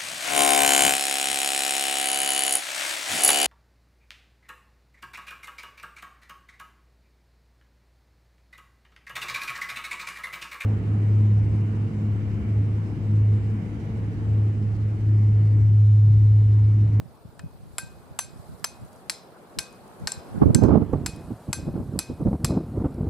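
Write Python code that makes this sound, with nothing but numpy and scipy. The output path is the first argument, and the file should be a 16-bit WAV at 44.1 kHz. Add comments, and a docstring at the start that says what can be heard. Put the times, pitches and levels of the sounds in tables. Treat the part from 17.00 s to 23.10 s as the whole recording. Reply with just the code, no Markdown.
"""Hammer on an iron stake in a windy field

A hammer drives an iron stake in a dry field some metres left of a camera: filtered noise bursts make crack
and knock, decaying sines make the ring, and scrub behind scatters each blow as a fading noise tail.
Shaped noise makes the wind buffeting the microphone ports, a distant roar, hiss and rustling grass;
short resonant puffs make wind slaps and snapping stalks. From 3.3 s on the stereo image narrows, at times
to near mono."""
import sys
import numpy as np
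from scipy import signal
from scipy.fft import rfft, irfft, next_fast_len
from scipy.io import wavfile
from scipy.ndimage import uniform_filter1d

SR = 44100
rng = np.random.default_rng(int(sys.argv[2]) if len(sys.argv) > 2 else 0)


def bounce(signal):
    """Save signal as a 16-bit WAV file at the path given by the first command-line argument."""
    frames = np.transpose(np.atleast_2d(signal))
    limited = np.clip(frames, -1, 1)
    pcm = np.round(limited * 32767).astype(np.int16)
    wavfile.write(sys.argv[1], SR, pcm)


N = 268877
T = np.arange(N) / SR
BLOW_T = np.arange(SR * 3 // 8) / SR  # seconds since a blow
STRIKE_RISE = 1 - np.exp(-BLOW_T / .00025)

# Colour of the scattered sound. Each row: frequency in Hz, level in dB.
SCATTER_COLOUR = [(530, -33), (900, 9.5), (1580, -8.5), (2270, -8), (2470, -5.5), (2790, -17.5),
                  (4020, -5.5), (6310, -5), (6700, -8.5), (7480, -2.5), (11200, -9), (15300, -31.5),
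                  (16500, -68)]
# How long the scrub holds a blow. Each row: frequency in Hz, time to fall 60 dB in seconds.
SCRUB_DECAY = [(1000, 0.064), (3000, 0.51), (7000, 0.27), (14000, 0.19)]
# Steady wind on the ports under the buffets. Each row: time in seconds, level in dB,
# left-right balance of all wind in dB.
BREEZE_CURVE = [(0, -43.5, -6), (.18, -62.5, -0.5), (.6, -52.5, 0.5), (1.7, -56.5, -6.5), (2.1, -60.5, 3),
                (2.2, -67.5, 3), (3.25, -60, 0), (3.36, -32, -7), (3.9, -37.5, -12.5), (4.3, -38, -6),
                (4.4, -55, -4.5), (4.6, -31, 0), (4.95, -35.5, -11), (5.04, -45, -2), (5.3, -33, -5.5),
                (6.1, -31, -2.5)]


def gain_of(db):
    """Turn decibels into an amplitude factor."""
    return 10 ** (np.asarray(db) / 20)


def evened(x):
    """Scale to an rms of 1."""
    return x / np.sqrt(np.mean(x ** 2) + 1e-20)


def read(points, hz):
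    """Read a frequency curve, straight between its points on a log-frequency axis."""
    f, value = np.transpose(points)
    return np.interp(np.log(hz + 1), np.log(f + 1), value)


def curve(rows, t):
    """Read every column of a table of (time, values..) at the times t."""
    s, *columns = np.transpose(rows)
    return [np.interp(t, s, c) for c in columns]


def sides(pan_db):
    """Left and right gains for a left-right level difference."""
    return gain_of(np.array([pan_db / 2, -pan_db / 2]))


def add(mix, s, sound):
    """Mix a sound in at s seconds, cut at the end of the mix."""
    part = mix[:, round(s * SR):][:, :sound.shape[1]]
    part += sound[:, :part.shape[1]]


def resonate(x, modes):
    """Sum of one-pole resonances with alternating signs, each of gain 1 at its centre before its own level."""
    out = 0
    for k, (hz, width, db) in enumerate(modes):
        r = np.exp(-np.pi * width / SR)
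        pole = r * np.exp(2j * np.pi * hz / SR)
        out = out + (-1) ** k * gain_of(db) * signal.lfilter([1 - r], [1, -pole], x).real
    return out


def noise(shape, same, size, patchy_db, flicker_db, field_db=None):
    """Two-channel random short-time spectra with drifting patches and per-frame flicker; mid rms 1."""
    hop = size // 4
    frames, hz = N // hop + 5, np.fft.rfftfreq(size, 1 / SR)
    a, b, c, d, patches = rng.standard_normal((frames, len(hz), 5)).T
    patches = uniform_filter1d(patches, size=size // 128 + 1, axis=0)
    patches = evened(uniform_filter1d(patches, size=8, axis=1))
    flicker = evened(uniform_filter1d(rng.standard_normal((2, 1, frames)), size=3, axis=2))
    # the right channel shares the part "same" with the left; the rest is its own
    same = np.clip(same * np.ones(len(hz)), -1, 1)[:, None]
    left = a + 1j * b
    right = same * left + np.sqrt(1 - same ** 2) * (c + 1j * d)
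    z = np.array([left, right])
    z *= gain_of(read(shape, hz)[:, None] + patchy_db * patches + flicker_db * flicker)
    if field_db:
        z *= gain_of(field_db(hz[:, None], np.arange(frames) * hop / SR))
    x = signal.istft(z, nperseg=size, noverlap=size - hop)[1][:, :N]
    return x / np.sqrt(np.mean(x.mean(0) ** 2))


def hammer():
    """Every blow and bounce of the hammer, with the level and phase differences between the camera's ports."""
    # The strikes. Each row: start in seconds, crack in dB, lift of its upper resonances in dB, lift of its top
    # ones in dB, second contact in dB against the first, low knock in dB, knock pitch in Hz, scattered tail in
    # dB, then ring in dB of each of the two pure stake modes, of the pure hammer-head mode and of the broad
    # middle pair.
    strikes = [(0.3934, -49, 4, -16, -17, -44.5, 1690, -66, -68, -62, -91, -84),
               (0.7822, -25, 10, 8.5, -7, -31.5, 1460, -36, -43.5, -47, -70, -59),
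               (1.1894, -23.5, 11, 12, -1, -28, 1440, -34, -51.5, -52, -43.5, -60),
               (1.6427, -23, 2.5, 5.5, 0, -27.5, 1190, -34.5, -66, -50, -46.5, -60),
               (2.0969, -23, 0, -1, -4.5, -29.5, 1860, -31.5, -61, -58, -57, -49.5),
               (2.587, -23, -1, -2.5, -5, -32, 2200, -31, -50.5, -44.5, -49.5, -57),
               (3.0724, -24, 0, -9, -4, -29.5, 1700, -30.5, -47, -50, -58, -54),
               (3.1192, -25, 7, -10, -22, -48, 1710, -39.5, -77, -69, -66, -55),
               (3.547, -17.5, 10, 5.5, -15, -32.5, 1860, -35.5, -48.5, -51.5, -45, -55.5),
               (3.6356, -43.5, -4, -1.5, -14, -49, 910, -47, -56, -56, -61.5, -68),
               (4.0613, -25.5, 1.5, 0, 0.5, -31.5, 1410, -32, -59, -44, -70, -58),
               (4.5293, -22, 7.5, 6, -0.5, -31, 1530, -31, -48.5, -45.5, -48.5, -55),
               (4.9903, -19.5, 3, 3.5, -11, -35.5, 1430, -31.5, -56, -44, -48, -54),
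               (5.4458, -22, 2.5, 1, -6, -29, 1260, -30.5, -72, -50, -54, -51)]
    # Camera body's colour on a source at the left. Each row: frequency in Hz, left-right balance in dB.
    port_balance = [(2200, 4), (3300, 2), (5300, 0), (6400, -1), (7400, 2.5), (9500, 2), (10500, -5),
                    (12000, -9), (14000, -2)]
    # The same for phase. Each row: frequency in Hz, lead of the left port in radians.
    port_phase = [(1000, .2), (4300, .1), (5300, .3), (7400, 1.2), (8400, 1), (10500, .4), (11700, .7),
                  (12600, 2), (16000, 2)]
    out = np.zeros((2, N))
    for s, *levels in strikes:
        add(out, s, blow(*levels))
    size = next_fast_len(N)
    hz = np.fft.rfftfreq(size, 1 / SR)
    lead = np.exp(.5j * read(port_phase, hz) * np.array([[1], [-1]]))
    return irfft(rfft(out, size) * lead * sides(read(port_balance, hz)), size)[:, :N]


def blow(crack_db, upper_db, top_db, echo_db, knock_db, knock_hz, tail_db, *ring_db):
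    """One strike: crack and knock at the contacts, then the stake's modes and the scrub's scatter."""
    # a square, hard blow is brighter
    lift = [(5500, 0), (7000, upper_db), (9000, upper_db), (10500, top_db)]
    out = contacts(crack_db, lift, echo_db, knock_db, knock_hz)
    add(out, 0, minor_partials(tail_db))
    return out + ringing(ring_db, tail_db, lift) + scatter(tail_db)


def contacts(crack_db, lift, echo_db, knock_db, knock_hz):
    """Steel meets steel twice, 2.8 ms apart, exciting a bright crack and a duller knock."""
    # Broad resonances of the crack. Each row: frequency in Hz, width in Hz, level in dB before the lift.
    crack_modes = [(4200, 640, 5.5), (5240, 260, 13), (6100, 160, 4), (7570, 300, 14.5), (8310, 820, 7),
                   (9470, 450, 2.5), (11030, 1150, 1), (13100, 1900, -4), (14900, 2300, -17)]
    # Resonances of the knock. Each row: share of the knock pitch, width in Hz, level in dB.
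    knock_modes = [(.6, 636, 3), (1.0, 400, 10.5), (1.5, 1570, 2)]
    t = BLOW_T
    burst = rng.standard_normal((3, len(t)))
    spit = burst[0] + 0.5 * burst[1:]  # noise partly shared by both channels
    first = STRIKE_RISE * gain_of(-60 * t / .007)
    later = np.clip(t - .0028, 0, None)
    second = gain_of(echo_db - 60 * later / 0.014) * (1 - np.exp(-later / 0.00008))
    touch = 4 * np.exp(-((t - .0003) / .000022) ** 2)  # the first touch of steel on steel

    steel = [(hz, width, db + read(lift, hz)) for hz, width, db in crack_modes]
    crack = resonate(spit * (first + second) + touch, steel)

    body = [(share * knock_hz, width, db) for share, width, db in knock_modes]
    thud = spit * STRIKE_RISE * gain_of(-60 * t / 0.034)
    knock = resonate(thud + 1.22 * touch + .6 * spit * second, body)
    knock = signal.sosfilt(signal.butter(2, 600, "high", fs=SR, output="sos"), knock)

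    # levels are set over the first few milliseconds
    out = gain_of(crack_db) * crack / crack[:, :SR // 250].std()
    return out + gain_of(knock_db) * knock / knock[:, :SR // 170].std()


def ringing(ring_db, tail_db, lift):
    """The decaying modes of stake and hammer head: broad ones are thick clusters of beating partials, narrow
    ones nearly one tone."""
    # Pitches of the modes, in Hz: three pure ones, the broad middle pair, then the rest.
    mode_hz = [1567, 2513, 6106, 4060, 5075, 7598, 10958, 3740, 4360, 8300, 9690, 12468, 14900]
    # Each row, in the same order: level in dB added to the blow's own, time to fall 60 dB in seconds,
    # spread of its close partials in Hz. Modes after the fifth follow tail level and brightness.
    mode_shape = [(7.5, 0.25, 2.3), (-0.5, 0.46, 1.2), (12, 0.17, 4.5), (5.5, 0.34, 19), (5.5, 0.4, 46.5),
                  (-10.5, 0.24, 24), (-8, 0.14, 22), (-25.5, 0.12, 7.7), (-11.5, 0.22, 32), (-21, 0.19, 69),
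                  (-22.5, 0.1, 25), (-23, .16, 15), (-39.5, .15, 15)]
    ring_share = 0.85  # part of a blow's brightness felt by the modes after the fifth
    t = BLOW_T
    early = STRIKE_RISE * (1 + 0.44 * np.exp(-t / 0.0026))  # strongest while the hammer head still shakes
    fade = np.clip((t[-1] - t) / .05, 0, 1)
    levels = [*ring_db, ring_db[-1]]
    levels += [tail_db + ring_share * read(lift, hz) for hz in mode_hz[len(levels):]]
    draws, order = rng.random((len(mode_shape), 2, 7, 1)), np.arange(-3, 4)
    out = 0
    for hz, (db, t60, spread), level, (phase, place) in zip(mode_hz, mode_shape, levels, draws):
        partials = hz + spread * (order[:, None] + place - .5)
        weights = np.where(order, min(spread / 30, 1) * 0.66 ** abs(order), 1)
        cluster = weights @ np.sin(2 * np.pi * (partials * t + phase)) / np.linalg.norm(weights)
        out = out + gain_of(level + db - 60 * t / t60) * cluster
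    return out * early * fade


def minor_partials(tail_db):
    """Many short, weak partials of hammer head and stake, different at every blow."""
    place, phase, size = rng.random((3, 48, 1))
    hz, t = 3200 + 9500 * place, BLOW_T[:SR // 8]
    db = read(SCATTER_COLOUR, hz) + 12 * size - 60 * t / (0.27 * read(SCRUB_DECAY, hz))
    partials = gain_of(db) * np.sin(2 * np.pi * (hz * t + phase))
    return gain_of(tail_db - 19.5) * STRIKE_RISE[None, :len(t)] * partials.sum(0)


def scatter(tail_db):
    """The scrub's return: patchy noise whose decay time depends on frequency."""
    burst = rng.standard_normal((3, len(BLOW_T)))
    hz, frames, z = signal.stft(burst[0] + 0.83 * burst[1:], SR, nperseg=256)
    # single trunks return uneven patches of the blow
    patches = evened(uniform_filter1d(rng.standard_normal(z.shape[1:]), size=3, axis=1))
    z *= gain_of(read(SCATTER_COLOUR, hz)[:, None] + 3.0 * patches)
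    z /= np.sqrt(np.mean(abs(z) ** 2) * len(hz))
    z *= gain_of(-60 * frames / read(SCRUB_DECAY, hz)[:, None])
    tail = signal.istft(z, SR, nperseg=256)[1][:, :len(BLOW_T)]
    return gain_of(tail_db - 7.0) * tail * (1 - np.exp(-BLOW_T / 0.00093))


def wind():
    """All wind on the ports, buffeting and slaps, under one moving left-right balance."""
    out = buffeting()
    add_slaps(out)
    return out * sides(curve(BREEZE_CURVE, T)[1])


def buffeting():
    """Lumpy low turbulence, partly opposed at the two ports, brighter when strong."""
    # Colour of the turbulence before brightness. Each row: frequency in Hz, level in dB.
    air_colour = [(12, -55), (20, -21), (43, -15), (86, -1.5), (226, 1), (508, -16), (544, -19), (583, -18),
                  (1340, -35), (1810, -52.5), (5000, -72), (6500, -91), (11000, -120)]
    # Share of the brightness felt. Each row: frequency in Hz, factor.
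    bright_share = [(60, -0.73), (200, 0.26), (500, 0.42), (2000, 0.95)]
    bright_per_db = 0.6252  # dB of brightness per dB of wind

    def brightness(hz, t):
        gust_db, bright_db = gusts(t)
        return read(bright_share, hz) * (bright_db + bright_per_db * (gust_db + 13))

    air = noise(air_colour, -0.4, size=512, patchy_db=0.0, flicker_db=4.5, field_db=brightness)
    # swells longer than about 40 ms are roughly halved in dB, leaving their level more to the gust curve
    lumps = uniform_filter1d(air.mean(0) ** 2, size=SR // 25) + 1e-3
    air = air / lumps ** 0.23
    steps = T[::SR // 500]
    level_db = np.interp(T, steps, gusts(steps)[0])
    return air / air.mean(0).std() * gain_of(level_db)


def gusts(t):
    """Wind level and brightness in dB: the breeze plus buffets that rise, hold and fall."""
    # Each row: start of the hold in seconds, its length in seconds, level in dB, brightness in dB.
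    buffet_rows = [(0.25, 0.039, -47.5, -9), (0.399, 0.025, -48, -6.5), (0.44, 0.025, -38, -11.5),
                   (0.658, .03, -50.5, 6), (0.834, 0.028, -47.5, -8), (1.1, 0.033, -51, 2),
                   (1.355, 0.051, -50, -5), (1.495, .05, -45.5, -1.5), (1.805, 0.038, -44, -10),
                   (2.572, 0.027, -38.5, 10), (3.012, 0.046, -38.5, -7), (3.172, 0.023, -47, -21.5),
                   (3.421, 0.02, -15, 10), (3.461, 0.049, -17, -5.5), (3.516, 0.087, -22.5, 1),
                   (3.616, 0.15, -18.5, 7.5), (3.719, .11, -20, 8), (3.838, 0.092, -31.5, -1),
                   (3.934, 0.023, -20.5, 3), (3.964, 0.097, -29, -3), (4.294, .04, -29.5, 4),
                   (4.494, 0.0075, -17.5, -8.5), (4.67, .02, -23, -0.5), (4.741, 0.08, -25.5, 5),
                   (4.951, 0.043, -29.5, 1.5), (5.1, 0.03, -23.5, 0.5), (5.208, 0.022, -23, 5.5),
                   (5.26, 0.03, -16, -5.5), (5.313, 0.041, -22.5, 5), (5.426, 0.098, -25.5, -3),
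                   (5.492, .12, -22.5, 6.5), (5.665, 0.02, -40.5, -19), (5.75, 0.075, -22.5, 1.5),
                   (5.846, 0.024, -23, 16), (5.983, .1, -25, -1)]
    rise_s, fall_s = 0.016, 0.014  # time to gain or lose 20 dB before and after the hold
    breeze_bright_db = 2.5
    start, length, db, bright_db = np.transpose(buffet_rows)[:, :, None]
    away = np.maximum(start - t, 0) / rise_s + np.maximum(t - start - length, 0) / fall_s
    power = gain_of(db - 20 * away) ** 2
    breeze = gain_of(curve(BREEZE_CURVE, t)[0]) ** 2
    total = power.sum(0) + breeze
    return 10 * np.log10(total), ((power * bright_db).sum(0) + breeze * breeze_bright_db) / total


def add_slaps(out):
    """Sharp pressure slaps: a one-sided noisy puff through three low resonances."""
    # Each row: start in seconds, peak in dB before the wind's balance.
    slap_rows = [(3.42, -13), (3.435, -15), (3.479, -20), (3.637, -3.5), (3.692, -10.5), (3.754, -15.5),
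                 (3.777, -16.5), (3.938, -9.5), (4.489, -21), (4.685, -22), (4.956, -21), (5.106, -26),
                 (5.27, -13), (5.329, -15), (5.505, -14), (5.519, -19), (5.559, -26), (5.759, -21),
                 (5.821, -19), (5.856, -7.5)]
    modes = [(231, 403, -2.0), (538, 275, 5.5), (1120, 430, -13.5)]  # Hz, width in Hz, dB
    soften = signal.butter(4, 2200, fs=SR, output="sos")
    t = np.arange(SR // 20) / SR
    for (s, db), puff in zip(slap_rows, rng.standard_normal((len(slap_rows), 2, len(t)))):
        pressure = (puff + 1.56) * t / .003 * np.exp(-t / 0.0017)
        slap = signal.sosfilt(soften, resonate(pressure, modes))
        add(out, s, gain_of(db) * slap / abs(slap).max())


def grass():
    """Rustling grass: high, wide, patchy noise that swells and ebbs."""
    # Each row: frequency in Hz, level in dB.
    grass_colour = [(2500, -29), (4000, -1.5), (5200, -6.5), (6300, -7.5), (8500, -2.5), (11000, -4.5),
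                    (13000, -7.5), (15500, -32.5)]
    # Each row: time in seconds, level in dB.
    rustle_level = [(0.0, -72), (0.63, -71), (0.78, -66.5), (1.24, -70.5), (1.39, -65), (1.7, -66),
                    (2.38, -69), (3.4, -64), (3.7, -71.5), (4.24, -64), (4.69, -65), (5.4, -67),
                    (6.1, -68.5)]
    rustle = noise(grass_colour, .1, size=256, patchy_db=2.5, flicker_db=-1.0)
    return gain_of(curve(rustle_level, T)[0]) * rustle


def stalks():
    """Dry stalks snap: very short noise puffs through two high resonances."""
    # Each row: start in seconds, peak in dB before panning, left-right balance in dB.
    snap_rows = [(1.596, -50, -0.5), (1.8497, -50, 0.0), (1.929, -49, -0.5), (1.9607, -51, -1.5),
                 (2.7267, -51, 13), (2.8783, -52, 9), (2.9986, -49, 2.5), (3.929, -52.5, 6),
                 (4.1614, -48, 20), (4.2103, -52, 4), (5.214, -52, 1.5), (5.943, -50, 0.0)]
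    out = np.zeros((2, N))
    t = np.arange(SR // 50) / SR
    for (s, db, pan), puff in zip(snap_rows, rng.standard_normal((len(snap_rows), len(t)))):
        snap = resonate(puff * gain_of(-60 * t / 0.023), [(4800, 1600, 4.8), (9900, 2400, 6.3)])
        add(out, s, gain_of(db) * sides(pan)[:, None] * snap / abs(snap).max())
    return out


def roar():
    """Distant roar: low noise, nearly alike on both sides in the bass and wider above."""
    # Each row: frequency in Hz, level in dB.
    roar_colour = [(24, -61), (40, -23), (140, -7), (182, 2), (265, -1), (296, -18), (319, 1), (407, -1.5),
                   (741, -3.5), (1450, -12.5), (1900, -20), (3500, -28.5), (4550, -74.5), (7700, -120)]
    # Each row: time in seconds, level in dB.
    roar_level = [(0, -56.5), (.7, -55.5), (1, -53.5), (2, -51.5), (2.8, -50), (3.3, -45.5), (4.3, -48),
                  (5, -51.5), (6.1, -50.5)]
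    # Each row: frequency in Hz, left-right likeness from 0 to 1.
    roar_likeness = [(100, 1), (300, 0.91), (700, 0.82), (1500, 0.51), (3500, 0.18)]
    same = read(roar_likeness, np.fft.rfftfreq(1024, 1 / SR))
    rumble = noise(roar_colour, same, size=1024, patchy_db=1.5, flicker_db=0.0)
    return rumble * gain_of(curve(roar_level, T)[0])


def hiss():
    """Microphone hiss: noise of constant level, nearly unlike on the two sides."""
    # Each row: frequency in Hz, level in dB.
    hiss_colour = [(1000, -29.5), (1500, -24), (2300, -7), (3700, -2.5), (5000, -3.5), (6800, -21.5),
                   (9000, -20), (12000, -14), (15400, -4.5), (15800, -39)]
    return gain_of(-74) * noise(hiss_colour, .15, size=512, patchy_db=2.5, flicker_db=-1.5)


def scene():
    """Hammer in front, wind on the ports, then the field and the hiss."""
    return hammer() + wind() + grass() + stalks() + roar() + hiss()


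def record(dry):
    """Stereo width moves in two bands; then a low cut, rounded peaks and a band limit."""
    # Gain on the left-right difference. Each row: time in seconds, dB below the 2200 Hz split, dB above it.
    width_curve = [(0, 3, -1.5), (3.3, 3.5, 1), (3.7, -3.5, 0), (4.1, -12.5, -3.5), (5.28, -15, -7),
                   (5.34, -71, -45), (5.68, -61, -11), (5.76, -25, -13), (5.95, -24, -10), (6.02, -64, -19),
                   (6.1, -61, -19)]
    mid, side = (dry[0] + dry[1]) / 2, (dry[0] - dry[1]) / 2
    low = signal.sosfiltfilt(signal.butter(2, 2200, fs=SR, output="sos"), side)
    low_db, high_db = curve(width_curve, T)
    side = low * gain_of(low_db) + (side - low) * gain_of(high_db)
    both = signal.sosfilt(signal.butter(2, 66, "high", fs=SR, output="sos"), [mid + side, mid - side])
    both = both / (1 + abs(both / .98) ** 6) ** (1 / 6)
    band_limit = signal.firwin(511, 16600, window=("kaiser", 9), fs=SR)
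    return signal.oaconvolve(both, band_limit[None], "same")


dry = scene()
out = record(dry)
bounce(out)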